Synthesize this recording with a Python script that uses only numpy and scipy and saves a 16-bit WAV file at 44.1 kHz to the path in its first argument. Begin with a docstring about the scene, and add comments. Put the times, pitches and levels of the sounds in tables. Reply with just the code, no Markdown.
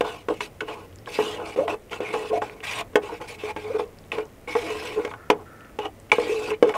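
"""A steel spoon stirs thick wet rice in an aluminium cooker pot, heard close by in a quiet kitchen.
Impact and friction excite the modes of the pot as the spoon knocks and drags along wall and bottom;
the food damps them, so they die fast. Soft slips of the spoon ring the low modes in short, wavering
tones, and air pockets pop between grains. Behind lie a low hum and a faint electric buzz,
and a far crow caws twice."""
import sys
import numpy as np
from scipy import signal
from scipy.fft import rfft, irfft, next_fast_len
from scipy.io import wavfile
from scipy.ndimage import uniform_filter1d, map_coordinates

SR = 44100
rng = np.random.default_rng(int(sys.argv[2]) if len(sys.argv) > 2 else 0)


def dump(signal):
    """Clip the signal to [-1, 1] and save it as 16-bit WAV at the path in sys.argv[1]."""
    limited = np.clip(np.atleast_2d(signal).T, -1, 1)
    pcm = np.round(limited * 32767).astype(np.int16)
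    wavfile.write(sys.argv[1], SR, pcm)


N = 298539

# Modes of the loaded pot. Each row: frequency in Hz, relative level in dB, nominal t60 in seconds.
POT_MODES = [(276, -12, 0.035), (316.5, -6, 0.12), (425.3, -1.5, 0.21), (465, -6, 0.13),
             (489.5, -2.5, 0.12), (619, -4.5, 0.11), (690, -4.5, 0.12), (783, -5, 0.12),
             (850.5, -0.5, 0.096), (981, -0.5, 0.065), (1073, 1.5, 0.091), (1255, -8, 0.085),
             (1456, -3.5, 0.061), (1618, -8.5, 0.094), (1930, -2.5, 0.04), (2220, -2, 0.045),
             (2400, -2.5, 0.025), (2620, -2.5, 0.032), (2900, -4, 0.04), (3197, -5.5, 0.038),
             (3506, -5.5, 0.04), (3990, -13.5, 0.044)]


def amp(db):
    """Decibels as an amplitude ratio."""
    return 10 ** (np.asarray(db) / 20)


def unit(x):
    """Normalisation to unit RMS."""
    return x / np.sqrt(np.mean(x ** 2) + 1e-20)


def along(points, hz):
    """Interpolation of (Hz, value) points on a logarithmic frequency axis."""
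    f, v = np.transpose(points)
    return np.interp(np.log(hz + 1), np.log(f + 1), v)


def wobble(rate):
    """Smooth random modulation: a spline through rate knots a second."""
    return map_coordinates(rng.standard_normal(int(N * rate / SR) + 4), [np.arange(N) * rate / SR])


def filtered(x, response):
    """Linear filtering: the spectrum of x times a frequency response."""
    size = next_fast_len(N + 8192)
    return irfft(rfft(x, size) * response(np.fft.rfftfreq(size, 1 / SR)), size)[:N]


def room(air_db=-48.5, hum_db=-54.0, hum_hz=96):
    """Ambient noise: bass-heavy kitchen air and a hum modulated in frequency and amplitude."""
    # Each row: frequency in Hz, relative spectral density in dB.
    air_spectrum = [(12, -52), (20, 7.5), (104, 6), (196, 3.5), (521, 1.5), (935, -8.5), (1110, -9),
                    (1680, -14), (1980, -11), (4210, -23.5), (9190, -25.5), (15600, -31.5)]
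    air = unit(filtered(rng.standard_normal(N), lambda hz: amp(along(air_spectrum, hz))))
    hum = np.sin(2 * np.pi * np.cumsum(hum_hz + 11 * wobble(12)) / SR) * amp(hum_db + 3.9 * wobble(7))
    return amp(air_db + 0.2 * wobble(2.27)) * air + hum


def electric_buzz(rate_hz=122, level_db=-66):
    """A nearly periodic impulse train, high-passed to thin treble ticks, is heard as a buzz."""
    cycles = np.cumsum(rate_hz * (1 + 0.055 * wobble(2.7))) / SR
    ticks = np.diff(np.floor(cycles), prepend=0) * amp(1.5 * rng.standard_normal(N))
    return amp(level_db) * unit(filtered(ticks, lambda hz: hz ** 2 / (hz ** 2 + 8000 ** 2)))


def knocks(spot_gain_db=13, spot_octaves=0.054, lasting_share=0.088):
    """Impact excitation: a blow cracks and sets all modes ringing, weighted by the spot it strikes."""
    # Each row: start in seconds, relative level of the low boom in dB, middle clank and high clink
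    # in dB relative to the boom, frequency favoured by the struck spot in Hz.
    blows = [(0.008, -10.5, -4.5, -6.5, 479), (0.285, -12.5, -5.5, -14.5, 441), (0.406, -21, -9.5, 3, 980),
             (0.606, -24.5, -7.5, 5, 1465), (0.683, -29, 0.5, -9, 1560), (1.073, -26.5, -1, -21, 1596),
             (1.188, -7.5, -4.5, -29, 407.4), (1.561, -15, -17, -21, 405), (1.679, -25, 7, -1, 690),
             (1.93, -29, -3, 3.5, 1486), (2.004, -9.5, -26, -23, 405), (2.139, -12, -5.5, -15.5, 454),
             (2.419, -19.5, 6, -10.5, 467), (2.632, -50, 16, 8, 2210), (2.933, -38, -7, -11, 442),
             (2.956, 0, -7, -12, 506.6), (3.035, -22.5, -11, -24, 443), (3.213, -24.5, -3, -14, 496),
             (3.436, -22.5, -10.5, -13, 420), (3.563, -13.5, -15, -17, 867), (3.794, -12, -4, -27.5, 469),
             (4.118, -26.5, -2.5, 3, 2620), (4.183, -15, -7.5, -16, 412), (4.475, -37.5, -4, -4, 2180),
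             (4.552, -12, 0.5, -15.5, 465), (5.049, -13.5, -15, -9.5, 463), (5.075, -31, 3, -6, 464),
             (5.112, -35, 5, -4, 1290), (5.137, -38.5, 10.5, -1, 1460), (5.301, 3.5, -13, -13.5, 980),
             (5.788, -13, -17, -14, 850), (5.855, -28.5, -39, -1, 2880), (6.096, -43.5, -6, 4.5, 436),
             (6.117, -10.5, 4, 3.5, 2130), (6.184, -6.5, -10, -31, 450.4), (6.504, -17, -10.5, -9.5, 2700),
             (6.626, -0.5, -12, -17.5, 492.3), (6.692, -18.5, -7, -4, 485), (6.739, -27, 3, -3, 1500)]
    out, t = np.zeros(N + SR), np.arange(SR // 5) / SR
    hz, db, t60 = np.transpose(POT_MODES)[:, :, None]
    attack = (1 - np.exp(-t / 0.00045)) ** 2
    for start, boom_db, clank_db, clink_db, spot_hz in blows:
        crack_db = -25.5 + 0.76 * clink_db
        spectrum = [(500, 0.015), (900, clank_db + 4), (2500, clink_db + 11), (7000, crack_db + 19)]
        near_spot = np.exp(-(np.log2(hz / spot_hz) / spot_octaves) ** 2)
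        mode_db = db + along(spectrum, hz) + spot_gain_db * near_spot
        # Every blow differs; the shifting food detunes the modes.
        scatter_db, phase, detune = (spread * rng.standard_normal(hz.shape) for spread in (2, .5, .015))
        partials = amp(mode_db + scatter_db) * np.sin(2 * np.pi * hz * (1 + detune) * t + phase)
        # The food absorbs most of the blow at once; a hard blow presses the spoon on and damps more.
        quick_t60 = 0.54 * t60 * amp(-0.06 * (boom_db + 9.5))
        lasting = lasting_share * (1 + 1.2 * near_spot) * amp(-60 * t / (0.65 * t60))
        ring = np.sum((amp(-60 * t / quick_t60) + lasting) * partials, axis=0)
        crack = signal.lfilter([1.3, 1.05, 0.26, -0.48, -1.44], [1, -.9, .3], rng.standard_normal(len(t)))
        crack *= amp(crack_db + 4 - 60 * t / 0.045)
        snap = signal.lfilter([1, 1, -1, -1], 2, rng.standard_normal(len(t)))  # steel meets metal
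        snap *= amp(crack_db + 18.5 - 60 * t / .007)
        out[round(start * SR):][:len(t)] += amp(boom_db - 9.5) * (ring + crack + snap) * attack
    return out[:N]


def grit(slips_per_s, lumpy_db):
    """Rough contact acts as a dense random train of tiny slips whose strength comes in lumps."""
    return (rng.random(N) < slips_per_s / SR) * amp(lumpy_db * (wobble(40) + wobble(150)))


def mode(force, hz, t60):
    """Forced response of one damped harmonic oscillator."""
    radius, angle = amp(-60 / (t60 * SR)), 2 * np.pi * hz / SR
    return signal.lfilter([0, radius * np.sin(angle)], [1, -2 * radius * np.cos(angle), radius ** 2], force)


def patchy(x, depth_db):
    """Spectral modulation: patches swell and fade as wet grit comes and goes under the edge."""
    spectra = signal.stft(x, nperseg=512)[2]
    field = uniform_filter1d(rng.standard_normal(spectra.shape), size=5, axis=0)
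    field = uniform_filter1d(field, size=5, axis=1)
    return signal.istft(spectra * amp(depth_db * unit(field)), nperseg=512)[1][:N]


def contact_power(rows, touch_s=0.014, lift_s=0.017):
    """Incoherent contacts add in power; returns envelopes of a main sound and its companion."""
    power, t = np.zeros((2, N)), np.arange(N) / SR
    for start, length, db, change_db, companion_db in rows:
        touch = np.clip((t - start) / touch_s + 1, 0, 1)
        lift = np.clip((start + length - t) / lift_s + 1, 0, 1)
        level_db = db + change_db * np.clip((t - start) / length, 0, 1)
        power += (touch * lift * amp(level_db + [[0], [companion_db]])) ** 2
    return power


def contact_gains(scrape_drag_db=-10.5):
    """Friction needs contact: the gains of boom, drag, edge and rasp vanish when the spoon lifts."""
    # The spoon pushes through the mass. Each row: start and length in seconds, boom level at touch
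    # in dB, its change by the end in dB, drag in dB relative to the boom.
    pushes = [(.045, 0.22, -30.5, -31.5, 2.5), (.305, 0.05, -16.5, -25, -12), (.42, 0.058, -44, -6, 0),
              (.62, 0.043, -26.5, -20, -8), (.685, 0.17, -35.5, -16, -0.5), (1.075, 0.12, -45, 2, -2.5),
              (1.21, 0.2, -30, -9.5, -6), (1.395, .15, -35, -6.5, -0.5), (1.58, 0.11, -21, -20, -11),
              (1.685, 0.052, -29.5, 0, -0.5), (1.92, 0.089, -37, -11, -2), (2.012, 0.14, -34.5, -6.5, -2),
              (2.135, 0.13, -32, -3.5, -5), (2.31, 0.068, -25.5, -3.5, -12.5),
              (2.425, 0.27, -36, -19.5, -6), (2.65, 0.17, -50.5, 8.5, 8.5), (2.98, 0.11, -50, -14, 11),
              (3.07, 0.078, -39, 3.5, -2), (3.213, 0.082, -35.5, -24, 2.5), (3.29, 0.11, -43.5, -14, -2),
              (3.4, .11, -52.5, 14.5, 1.5), (3.575, 0.19, -45, 14.5, -6.5), (3.794, 0.11, -30.5, -26, -9),
              (4.135, 0.056, -31.5, -11, -5), (4.19, 0.08, -32, -21, -4.5), (4.485, 0.043, -34, -9, -1),
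              (4.565, 0.36, -33.5, -1.5, -6.5), (4.92, 0.077, -46.5, 24, -10.5),
              (5.005, 0.33, -41.5, -28, 0.5), (5.33, 0.092, -40.5, -5, -3.5), (5.8, 0.063, -46, 11.5, 1),
              (6.13, 0.027, -20, -28, -22), (6.2, 0.29, -31.5, -3.5, -7), (6.52, 0.023, -28.5, -11, -4.5),
              (6.64, 0.058, -26.5, -6, -6), (6.695, 0.036, -34, -10.5, 4), (6.755, .03, -34.5, 3, 10)]
    # Its edge scrapes bare metal. Each row: start and length in seconds, edge level at touch in dB,
    # its change by the end in dB, rasp in dB relative to the edge.
    scrapes = [(.05, 0.17, -40, -15, -5), (.305, 0.14, -46.5, -15, -6.5), (.415, 0.049, -41, -4.5, -2),
               (.62, 0.067, -54, 4, -17), (.685, 0.055, -42.5, 1.5, -10.5), (.755, 0.1, -54.5, -5.5, -5),
               (1.075, 0.084, -46, 11, -6.5), (1.175, .19, -35, -3.5, -7.5), (1.375, 0.13, -43.5, -12, -11),
               (1.46, 0.08, -41.5, -2.5, -8), (1.575, 0.076, -46, -3, -7), (1.685, 0.056, -36.5, -3, -11.5),
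               (1.92, 0.065, -37.5, -13, -8), (2.015, 0.1, -39.5, 3, -14.5),
               (2.135, .16, -36.5, -5.5, -7.5), (2.33, 0.048, -46, 9, -8.5),
               (2.425, 0.19, -42.5, -24, -7.5), (2.64, 0.17, -32.5, 0.5, -7.5),
               (3.03, 0.15, -43, -7.5, -7.5), (3.215, 0.048, -46, -5.5, -5.5),
               (3.285, 0.069, -40, -9, -3.5), (3.39, .12, -44.5, 7, -10.5), (3.575, 0.19, -45.5, -1.5, -9),
               (3.794, 0.047, -37.5, -17, -8), (4.13, 0.096, -35.5, -13.5, -12),
               (4.485, 0.054, -38, 3, -9.5), (4.565, 0.36, -36.5, -3, -7.5), (4.93, 0.19, -43, -10, -7.5),
               (5.8, 0.059, -44, 6, -14.5), (6.13, 0.058, -29.5, -7.5, -11.5), (6.2, 0.31, -36.5, -4, -7),
               (6.52, 0.02, -38, -1, -20), (6.645, 0.075, -46, 4.5, -12), (6.755, .03, -37.5, -11, -8)]
    boom, drag = contact_power(pushes)
    edge, rasp = contact_power(scrapes)
    drag += edge * amp(scrape_drag_db) ** 2  # a scrape shakes the middle modes too
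    return np.sqrt([boom, drag, edge, rasp])


def strokes():
    """Friction excitation: pushing drives the low modes, dragging the middle, the rasping edge the high."""
    # Where the edge rings best as its angle changes. Each row: time in seconds, frequency in Hz.
    edge_path = [(.05, 2860), (.7, 2750), (1.08, 2400), (1.33, 3120), (1.45, 2480), (1.95, 2700),
                 (2.07, 2320), (2.18, 2680), (2.63, 2180), (2.68, 2530), (3.3, 2400), (3.5, 2300),
                 (4.13, 2570), (4.55, 2230), (4.85, 2810), (5.08, 2220), (5.84, 2870), (6.14, 2380),
                 (6.45, 2550)]
    # Friction noise. Each row: frequency in Hz, relative spectral density in dB.
    rasp_spectrum = [(2240, -10.5), (3800, 1), (5200, -3), (7150, -6.5), (8490, -6.5), (15200, -22)]
    # Damping by the pressing spoon: factors on t60 for the low, middle and high modes.
    pressed_decay = (.8, .5, .7)
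    coarse, fine = grit(3000, lumpy_db=1.8), grit(12000, lumpy_db=1.5)
    bands, power = np.zeros((2, 3, N))
    edge_hz = np.interp(np.arange(N) / SR, *np.transpose(edge_path))
    for hz, db, t60 in POT_MODES:
        band = np.searchsorted([570, 1500], hz)
        edge_db = 11 * np.exp(-(np.log2(hz / edge_hz) / 0.22) ** 2)
        coupling = amp(db + edge_db + 3 * wobble(14))  # the contact wanders over nodes and antinodes
        force = coupling * (fine if band == 2 else coarse) * rng.standard_normal(N)
        bands[band] += mode(force, hz, pressed_decay[band] * t60)
        power[band] += coupling ** 2 * t60
    boom, drag, edge = bands / np.sqrt(power)  # the work stays the same; only its sharing moves
    edge = patchy(edge, depth_db=2)
    rasp = patchy(fine * rng.standard_normal(N), depth_db=3.6)
    rasp = filtered(rasp, lambda hz: amp(along(rasp_spectrum, hz)))
    return sum(gain * unit(x) for gain, x in zip(contact_gains(), (boom, drag, edge, rasp)))


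def pops(faint_count=600):
    """Tiny air pockets burst between wet grains, each a damped, rising oscillation of a few cycles."""
    # The clearest pockets. Each row: start in seconds, relative level in dB, initial frequency in Hz.
    clear = [(0.927, -57, 2850), (0.959, -48, 7000), (0.987, -51, 4830), (1.06, -44.5, 2860),
             (1.897, -51, 2600), (2.497, -39.5, 2080), (2.605, -43, 2400), (3.987, -51, 4660),
             (4.04, -59, 3300), (4.255, -54, 6000), (5.608, -54, 2460), (5.648, -56, 2400),
             (5.696, -61, 2300), (6.0005, -49, 7900)]
    when, weakness, height = rng.random((faint_count, 3)).T
    faint = np.c_[when * N / SR, -72 - 3 * np.log(weakness + .05), 4500 * 2.6 ** height]
    start, db, hz = np.transpose(np.r_[np.array(clear), faint])[:, :, None]
    t = np.arange(256) / SR
    chirps = amp(db + 14.5) * np.sin(2 * np.pi * hz * t * (1 + 60 * t)) * np.exp(-t * hz / 3)
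    samples = (start * SR).astype(int) + np.arange(256)
    return np.bincount(samples.ravel(), chirps.ravel(), N + 256)[:N]


def soft_rings(t60=0.064, attack_s=0.0086):
    """Stick-slip: soft slips of the spoon ring the low modes in short, wavering, slightly rising tones."""
    # Each row: start in seconds, relative level in dB, initial frequency in Hz.
    slips = [(1.584, -5.5, 508), (1.607, -15, 582), (1.63, -20, 668), (1.652, -21, 428),
             (2.304, -19.5, 448), (2.327, -15, 505), (2.329, -14, 701), (2.355, -16, 683),
             (2.372, -17.5, 678), (3.092, -26.5, 932), (3.12, -25, 448), (3.702, -16, 492),
             (3.745, -13, 436), (4.557, -10, 475), (4.973, -13.5, 441), (5.001, -21, 465),
             (6.293, -12, 419.4), (6.317, -11.5, 442), (6.343, -13.5, 419), (6.649, -21, 460),
             (6.664, -9.5, 417)]
    out, t = np.zeros(N + SR), np.arange(SR // 8) / SR
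    for start, db, hz in slips:
        phase_jitter = .7 * map_coordinates(rng.standard_normal(16), [t * 90])
        tone = np.sin(2 * np.pi * hz * t * (1 + 0.61 * t) + phase_jitter)
        envelope = amp(db + 7 - 60 * t / t60) * (1 - np.exp(-t / attack_s))
        out[round(start * SR):][:len(t)] += envelope * tone
    return out[:N]


def crow(attack_s=0.013, echo_t60=0.54):
    """Source and filter: hoarse pulses pass through the throat's formants and fade as far echoes do."""
    # Each row: start and length in seconds, relative level in dB, initial pitch in Hz.
    caws = [(5.165, 0.072, -49.5, 436), (5.448, 0.2, -50, 448)]
    # Each row: centre frequency in Hz, width in Hz, relative gain in dB.
    formants = [(1400, 300, -2), (1750, 200, -7.5)]
    t, voice = np.arange(N) / SR, np.zeros(N)
    for start, length, db, hz in caws:
        cycles = np.cumsum(hz * (1 - 0.13 * (t - start) + .012 * wobble(60))) / SR
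        pulses = np.diff(np.floor(cycles), prepend=0) * 9 + 1.3 * rng.standard_normal(N)
        attack = np.clip((t - start) / attack_s, 0, 1)
        decay = amp(-60 * np.clip(t - start - length, 0, 9) / echo_t60)
        voice += amp(db) * attack * decay * pulses

    def throat(hz):
        return sum(amp(db) * (hz * width / (centre ** 2 - hz ** 2 + 1j * hz * width)) ** 2
                   for centre, width, db in formants)
    return amp(16) * filtered(voice, throat)


def reverberation(x, delay_samples=300):
    """Reflections from tiled walls form a diffuse tail in which higher frequencies die sooner."""
    # Each row: frequency in Hz, t60 in seconds.
    decay_times = [(200, 0.24), (1000, 0.12), (4000, 0.065), (12000, 0.012)]
    hz, t, spectra = signal.stft(rng.standard_normal(SR // 2), SR, nperseg=256)
    tail = signal.istft(spectra * amp(-60 * t / along(decay_times, hz)[:, None]), SR, nperseg=256)[1]
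    return signal.fftconvolve(np.pad(x, (delay_samples, 0)), tail / np.linalg.norm(tail))[:N]


def scene():
    """Superposition of the pot, its reverberation and the background, in one channel."""
    pot = strokes() + knocks() + soft_rings() + pops()
    pot = filtered(pot, lambda hz: (1j * hz / (1j * hz + 150)) ** 2)  # too small to radiate deep bass
    return (pot + amp(-15.5) * reverberation(pot) + room() + electric_buzz() + crow())[None]


def record(dry, top_hz=15700):
    """Soft saturation rounds off the loudest blows; a low-pass filter limits the bandwidth."""
    clipped = dry[0] / (1 + np.abs(dry[0]) ** 8) ** (1 / 8)
    return filtered(clipped, lambda hz: hz < top_hz)[None]


dry = scene()
out = record(dry)
dump(out)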